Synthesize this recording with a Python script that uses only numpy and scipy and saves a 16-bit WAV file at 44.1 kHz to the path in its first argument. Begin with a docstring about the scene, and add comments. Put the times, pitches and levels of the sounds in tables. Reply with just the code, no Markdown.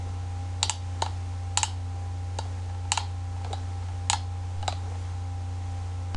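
"""Sharp plastic snaps in pairs, each pair followed by a duller clack, over a steady laptop hum.
A ratchet buckle is worked by hand in a small room. Each of four lever strokes snaps the pawl over two
teeth of the ladder strap, ringing pawl and hollow body; the lever then falls back on the strap.
Fingers rub the strap. The laptop's disk and fan hum throughout, and at the end a hand bumps its case."""
import sys
import numpy as np
from scipy import signal
from scipy.fft import rfft, irfft, next_fast_len
from scipy.io import wavfile
from scipy.ndimage import uniform_filter1d, minimum_filter1d, map_coordinates

SR = 44100
rng = np.random.default_rng(int(sys.argv[2]) if len(sys.argv) > 2 else 0)


def log_audio(samples):
    """Write samples as a 16-bit WAV file to the path given in sys.argv[1]."""
    # one column per channel
    frames = np.atleast_2d(samples).T
    # limit to full scale, then quantise
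    limited = np.clip(frames, -1, 1)
    pcm = np.round(limited * 32767).astype(np.int16)
    wavfile.write(sys.argv[1], SR, pcm)


N = 271788

# Pawl drops. Each row: start in seconds, relative level in dB, lever ring in dB, softness from 0 to 1.
PAWL_DROPS = [ (0.6292, -4, 9, 0), (0.6958, 1.5, -2, 0), (1.5735, 0.3, 0, 0), (1.6311, 1.7, -5, 0),
              (2.9191, 2, -2.5, 0), (2.9742, 3.5, -7, 0.95), (4.099, -1.3, 0.8, 0), (4.1307, 1, -5.5, 0.8)]
# Lever landings. Each row: start in seconds, relative level in dB, then strap thud, frame, lever ring
# and snap in dB, body pitch ratio.
LEVER_CLACKS = [(1.0208, 0.5, 18, -2, -7.5, -14, 1.08), (2.3868, -7, 22, -2, -3, -13, 1.05),
                (3.5297, -9.5, 16, -3, -1, -16, 0.97), (4.6788, 0, 11, 1, -4.5, -15, 0.93)]
# Slack lever in its hinge. Each row: start in seconds, relative level in dB, body pitch ratio.
HINGE_RATTLES = [(1.0615, -10, 1.02), (3.4462, -15, 0.97), (4.6275, -13.5, 0.96), (4.7245, -11.5, 0.82)]
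# Grip shifts. Each row: start in seconds, relative level in dB.
GRIP_TICKS = [(1.3345, -26), (2.452, -23.5), (2.6972, -22), (2.747, -23), (2.851, -23), (3.3635, -23),
              (3.412, -25), (3.826, -22), (3.885, -20), (4.949, -22)]
# Bands of a blow in Hz: thud, body, frame, pawl, lever, snap.
BANDS_HZ = [480, 850, 1500, 2900, 4000, 7000]
# Stiff pawl and lever. Each row: nominal frequency in Hz, width in Hz, gain in dB.
PAWL_MODES = [(1990, 340, -20), (2830, 306, -8), (3430, 330, -12), (3927, 283, -6.5), (4950, 380, -10.5),
              (5300, 500, -14), (6850, 600, -3), (7700, 910, -4.5), (8930, 464, -10)]
# Hollow body of buckle and strap. Each row: nominal frequency in Hz, width in Hz, gain in dB.
BODY_MODES = [(433, 212, -27.5), (647, 164, -13.5), (806, 98, 2.5), (897, 141, -0.5), (1330, 73, -10.5),
              (1650, 104, -13.5)]
# Fingers on the strap. Each row: centre in seconds, length in seconds, level in dB.
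STRAP_RUBS = [(0.047, 0.13, -52), (0.655, 0.08, -47), (1.965, .08, -49), (2.055, .08, -50.5),
              (2.46, 0.058, -54), (3.504, 0.13, -44.5), (4.867, 0.13, -47)]
# Wall response to a blow. Each row: frequency in Hz, relative gain in dB.
WALL_COLOUR_DB = [(300, -30), (640, -24), (820, -8), (1080, -20), (1500, -20), (2300, -26.5), (3050, -16.5),
                  (3700, -16), (4400, -12), (5600, -18.5), (7500, -17.5), (9500, -26.5)]
# Room decay. Each row: frequency in Hz, T60 in seconds.
ROOM_T60_S = [(300, 0.45), (1000, 0.28), (4000, 0.28), (9000, 0.21)]
# Mains, spinning disk and a thin whine. Each row: frequency in Hz, rms level in dB.
HUM_TONES = [(60, -49.5), (89.9, -32.5), (120, -60.5), (2175, -74.5), (6368, -75)]
# Fan tones. Each row: multiple of the shaft rate, mean rms level in dB.
FAN_TONES = [(1, -55.5), (4, -55.5), (7, -62), (8, -66), (11, -63.5), (12, -51), (13, -63), (15, -64.5),
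             (16, -67.5), (20, -67)]
# Air and microphone hiss. Each row: frequency in Hz, relative density in dB.
HISS_SHAPE_DB = [(20, 11.5), (45, 7), (120, 3.5), (200, 0), (450, -3), (850, -3.5), (1300, -7.5),
                 (2500, -11.5), (5200, -15), (6600, -14.5), (9200, -20), (9700, -24.5), (10700, -28.5)]


def ratchet(soft_pawl_cut_db=4, soft_snap_cut_db=13, soft_lag_s=0.0012):
    """The pawl snaps hard and bright over each tooth; a soft drop is duller and seats later."""
    track = np.zeros(N)
    for start_s, db, ring_db, soft in PAWL_DROPS:
        snap = blow(db, thud_db=-9, frame_db=-0.5, pawl_db=1.2 - soft_pawl_cut_db * soft,
                    lever_db=ring_db, snap_db=-1.5 - soft_snap_cut_db * soft,
                    body_ratio=1.035, lag_s=0.0002 + soft_lag_s * soft)
        add(track, start_s, snap)
    return track


def lever(ring_hz=3920, ring_t60_s=0.085):
    """The lever lands loosely: a dull clack and strap thud, with a thin ring that starts with them."""
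    track, t = np.zeros(N), np.arange(SR // 4) / SR
    ring = amp(-29 - 60 * t / ring_t60_s) * np.sin(2 * np.pi * ring_hz * t)
    for start_s, db, thud_db, frame_db, ring_db, snap_db, ratio in LEVER_CLACKS:
        add(track, start_s, blow(db, thud_db, frame_db, pawl_db=-9, lever_db=ring_db,
                                 snap_db=snap_db, body_ratio=ratio, lag_s=0.0013))
        add(track, start_s, amp(db + ring_db) * ring)
    return track


def loose_parts():
    """Light contacts of the unloaded buckle ring mostly its body, with hardly any snap."""
    track = np.zeros(N)
    for start_s, db, ratio in HINGE_RATTLES:
        add(track, start_s, blow(db, thud_db=7, frame_db=1.5, pawl_db=-7, lever_db=-7,
                                 snap_db=-23, body_ratio=ratio, lag_s=0.0008))
    for start_s, db in GRIP_TICKS:
        add(track, start_s, blow(db, thud_db=6, frame_db=1.5, pawl_db=-12, lever_db=-16,
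                                 snap_db=-28, body_ratio=1.01, lag_s=0.0009))
    return track


def blow(db, thud_db, frame_db, pawl_db, lever_db, snap_db, body_ratio, lag_s, grip_spread=0.02):
    """First touch rings the stiff pawl; on seating, lag_s later, it rings again with the hollow body."""
    t = np.arange(int(SR * 0.4)) / SR
    colour = list(zip(BANDS_HZ, [thud_db, 0, frame_db, pawl_db, lever_db, snap_db]))
    body = [(hz * body_ratio, width_hz, gain_db + along(colour, hz))
            for hz, width_hz, gain_db in BODY_MODES]
    # The changing grip detunes the stiff modes.
    pawl = [(hz * (1 + grip_spread * rng.normal()), width_hz, gain_db + along(colour, hz))
            for hz, width_hz, gain_db in PAWL_MODES]
    force = contact(t, chatter=1.15, t60_s=0.008)
    seat_gain = np.clip(lag_s / 0.0028, 0, 1)  # looser parts seat later and harder
    add(force, lag_s, seat_gain * contact(t, chatter=2.2, t60_s=0.012))
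    force /= np.linalg.norm(force)
    click = resonate(force, pawl)
    add(click, lag_s, resonate(contact(t, chatter=0.18, t60_s=0.018), body))
    # Only the broad colour reaches the walls; the thud does not carry.
    spill = filtered(force, lambda f: amp(along(colour[1:], f)))
    return amp(db + 23) * room(click, spill)


def contact(t, chatter, t60_s):
    """Unit-energy force: one sharp impact, then brief chatter of the touching parts."""
    rattle = rng.standard_normal(len(t)) * amp(-60 * t / t60_s)
    spectrum = rfft((t == 0) + chatter * rattle / np.linalg.norm(rattle))
    # Hard contact feeds all bands about evenly; the struck part sets the colour.
    power = np.abs(uniform_filter1d(np.abs(spectrum) ** 2, size=240))
    force = irfft(spectrum / np.sqrt(power + 1e-9), len(t)) * (t < t[-1] / 2)
    return force / np.linalg.norm(force)


def rubbing():
    """The hand slides on the strap: small uneven slips excite its low resonances."""
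    t = np.arange(N) / SR
    envelope = sum(amp(db) * np.exp(-(2 * (t - centre_s) / length_s) ** 2)
                   for centre_s, length_s, db in STRAP_RUBS)
    slips = rng.standard_normal(N) * amp(7.2 * wobble(rate_hz=110))
    return envelope * unit_rms(resonate(slips, [(440, 90, -6.5), (850, 220, -10.5)]))


def bump(push_s=4.6, push_db=-33, tap_s=6.146, tap_gain_db=8, thump_db=-24, thump_hz=30):
    """A hand leans on the laptop, later taps its case and rocks it."""
    t = np.arange(N) / SR
    track = amp(push_db) * np.exp(-((t - push_s) / 0.029) ** 2)
    t = t[:SR // 4]
    case_modes = [(170, 91, 1), (380, 330, -4), (775, 200, -0.5),
                  (1470, 190, -1.5), (3000, 900, -11.5), (4970, 1400, -14)]
    tap = amp(tap_gain_db) * resonate(contact(t, chatter=1.9, t60_s=0.011), case_modes)
    thump = amp(thump_db - 60 * t / 0.35) * np.sin(2 * np.pi * thump_hz * t)
    add(track, tap_s, tap - thump)
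    return track


def room(direct, spill, wall_db=-3, wall_rise_s=0.0023, near_db=-8.5, near_rise_s=0.0022,
         near_t60_s=0.059):
    """Desk and chest scatter the direct sound at once; spill to the walls builds up and dies slowly."""
    t = np.arange(len(direct)) / SR
    hz, frames_s, noise = signal.stft(rng.standard_normal(len(t)), SR, nperseg=256)
    decay = amp(-60 * frames_s / along(ROOM_T60_S, hz)[:, None])
    tail = signal.istft(noise * decay, SR, nperseg=256)[1][:len(t)]
    tail *= 1 - np.exp(-(t / wall_rise_s) ** 2)
    tail = filtered(tail / np.linalg.norm(tail), lambda f: amp(wall_db + along(WALL_COLOUR_DB, f)))
    near = rng.standard_normal(len(t)) * amp(-60 * t / near_t60_s)
    near *= 1 - np.exp(-(t / near_rise_s) ** 2)
    near *= amp(near_db) / np.linalg.norm(near)
    return direct + (signal.fftconvolve(direct, near) + signal.fftconvolve(spill, tail))[:len(t)]


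def hum():
    """Steady tones of mains and spinning disk, with a thin whine."""
    t = np.arange(N) / SR
    return sum(tone(db, hz * t) for hz, db in HUM_TONES)


def fan(mean_hz=66.42, swing_hz=0.33, period_s=2.05, fastest_s=0.55):
    """Shaft harmonics waver in level as the fan hunts slowly about its mean speed."""
    t = np.arange(N) / SR
    hunting_hz = swing_hz * np.cos(2 * np.pi * (t - fastest_s) / period_s)
    shaft_hz = (mean_hz + hunting_hz) * (1 + 0.00077 * wobble(rate_hz=9.6))
    turns = np.cumsum(shaft_hz) / SR
    return sum(tone(db + 1.54 * wobble(rate_hz=8), order * turns) for order, db in FAN_TONES)


def hiss(rms_db=-48, drift_db=0.9):
    """Air and microphone noise, drifting slightly in level."""
    noise = filtered(rng.standard_normal(N), lambda f: amp(along(HISS_SHAPE_DB, f)))
    return amp(rms_db + drift_db * wobble(rate_hz=4)) * unit_rms(noise)


def resonate(force, modes):
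    """Drive modes of alternating sign. Each row: frequency in Hz, width in Hz, gain in dB."""
    def response(f):
        return sum((-1) ** k * amp(db) * 1j * f * width_hz / (hz * hz - f * f + 1j * f * width_hz)
                   for k, (hz, width_hz, db) in enumerate(modes))
    return filtered(force, response)


def filtered(x, response):
    """Apply a complex response, given as a function of Hz."""
    size = next_fast_len(len(x) + 8192)
    return irfft(rfft(x, size) * response(np.fft.rfftfreq(size, 1 / SR)), size)[:len(x)]


def tone(rms_db, cycles):
    """Sine with a random start phase."""
    return np.sqrt(2) * amp(rms_db) * np.sin(2 * np.pi * (cycles + rng.random()))


def wobble(rate_hz):
    """Smooth random curve with knots at rate_hz."""
    knots = rng.standard_normal(int(N * rate_hz / SR) + 4)
    return map_coordinates(knots, [np.arange(N) * rate_hz / SR])


def along(points, hz):
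    """Interpolate (Hz, value) points on a log frequency axis."""
    knots_hz, values = np.transpose(points)
    return np.interp(np.log(hz + 1), np.log(knots_hz + 1), values)


def amp(db):
    """Decibels to gain."""
    return 10 ** (np.asarray(db) / 20)


def unit_rms(x):
    """Scale to rms 1."""
    return x / np.sqrt(np.mean(x ** 2) + 1e-20)


def add(track, start_s, sound):
    """Mix a sound into the track in place."""
    part = track[max(round(start_s * SR), 0):][:len(sound)]
    part += sound[:len(part)]


def limiter(x, ceiling, recover_db_per_s):
    """Peaks over the ceiling pull the gain down at once; it then creeps back."""
    over_db = 20 * np.log10(np.maximum(np.abs(x) / ceiling, 1))
    ramp_db = recover_db_per_s * np.arange(N) / SR
    cut_db = np.maximum.accumulate(over_db + ramp_db) - ramp_db
    gain_db = uniform_filter1d(minimum_filter1d(-cut_db, size=45), size=45)
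    return x * amp(gain_db)


def scene():
    """Buckle, hands and laptop, in mono."""
    buckle = ratchet() + lever() + loose_parts()
    return (buckle + rubbing() + bump() + hum() + fan() + hiss())[None]


def record(dry):
    """The built-in microphone ducks under the sharpest snaps and cuts off the top treble."""
    cutoff_hz = 10700
    limited = limiter(dry[0], ceiling=0.58, recover_db_per_s=35)
    return filtered(limited, lambda f: 1 / np.sqrt(1 + (f / cutoff_hz) ** 70))[None]


dry = scene()
out = record(dry)
log_audio(out)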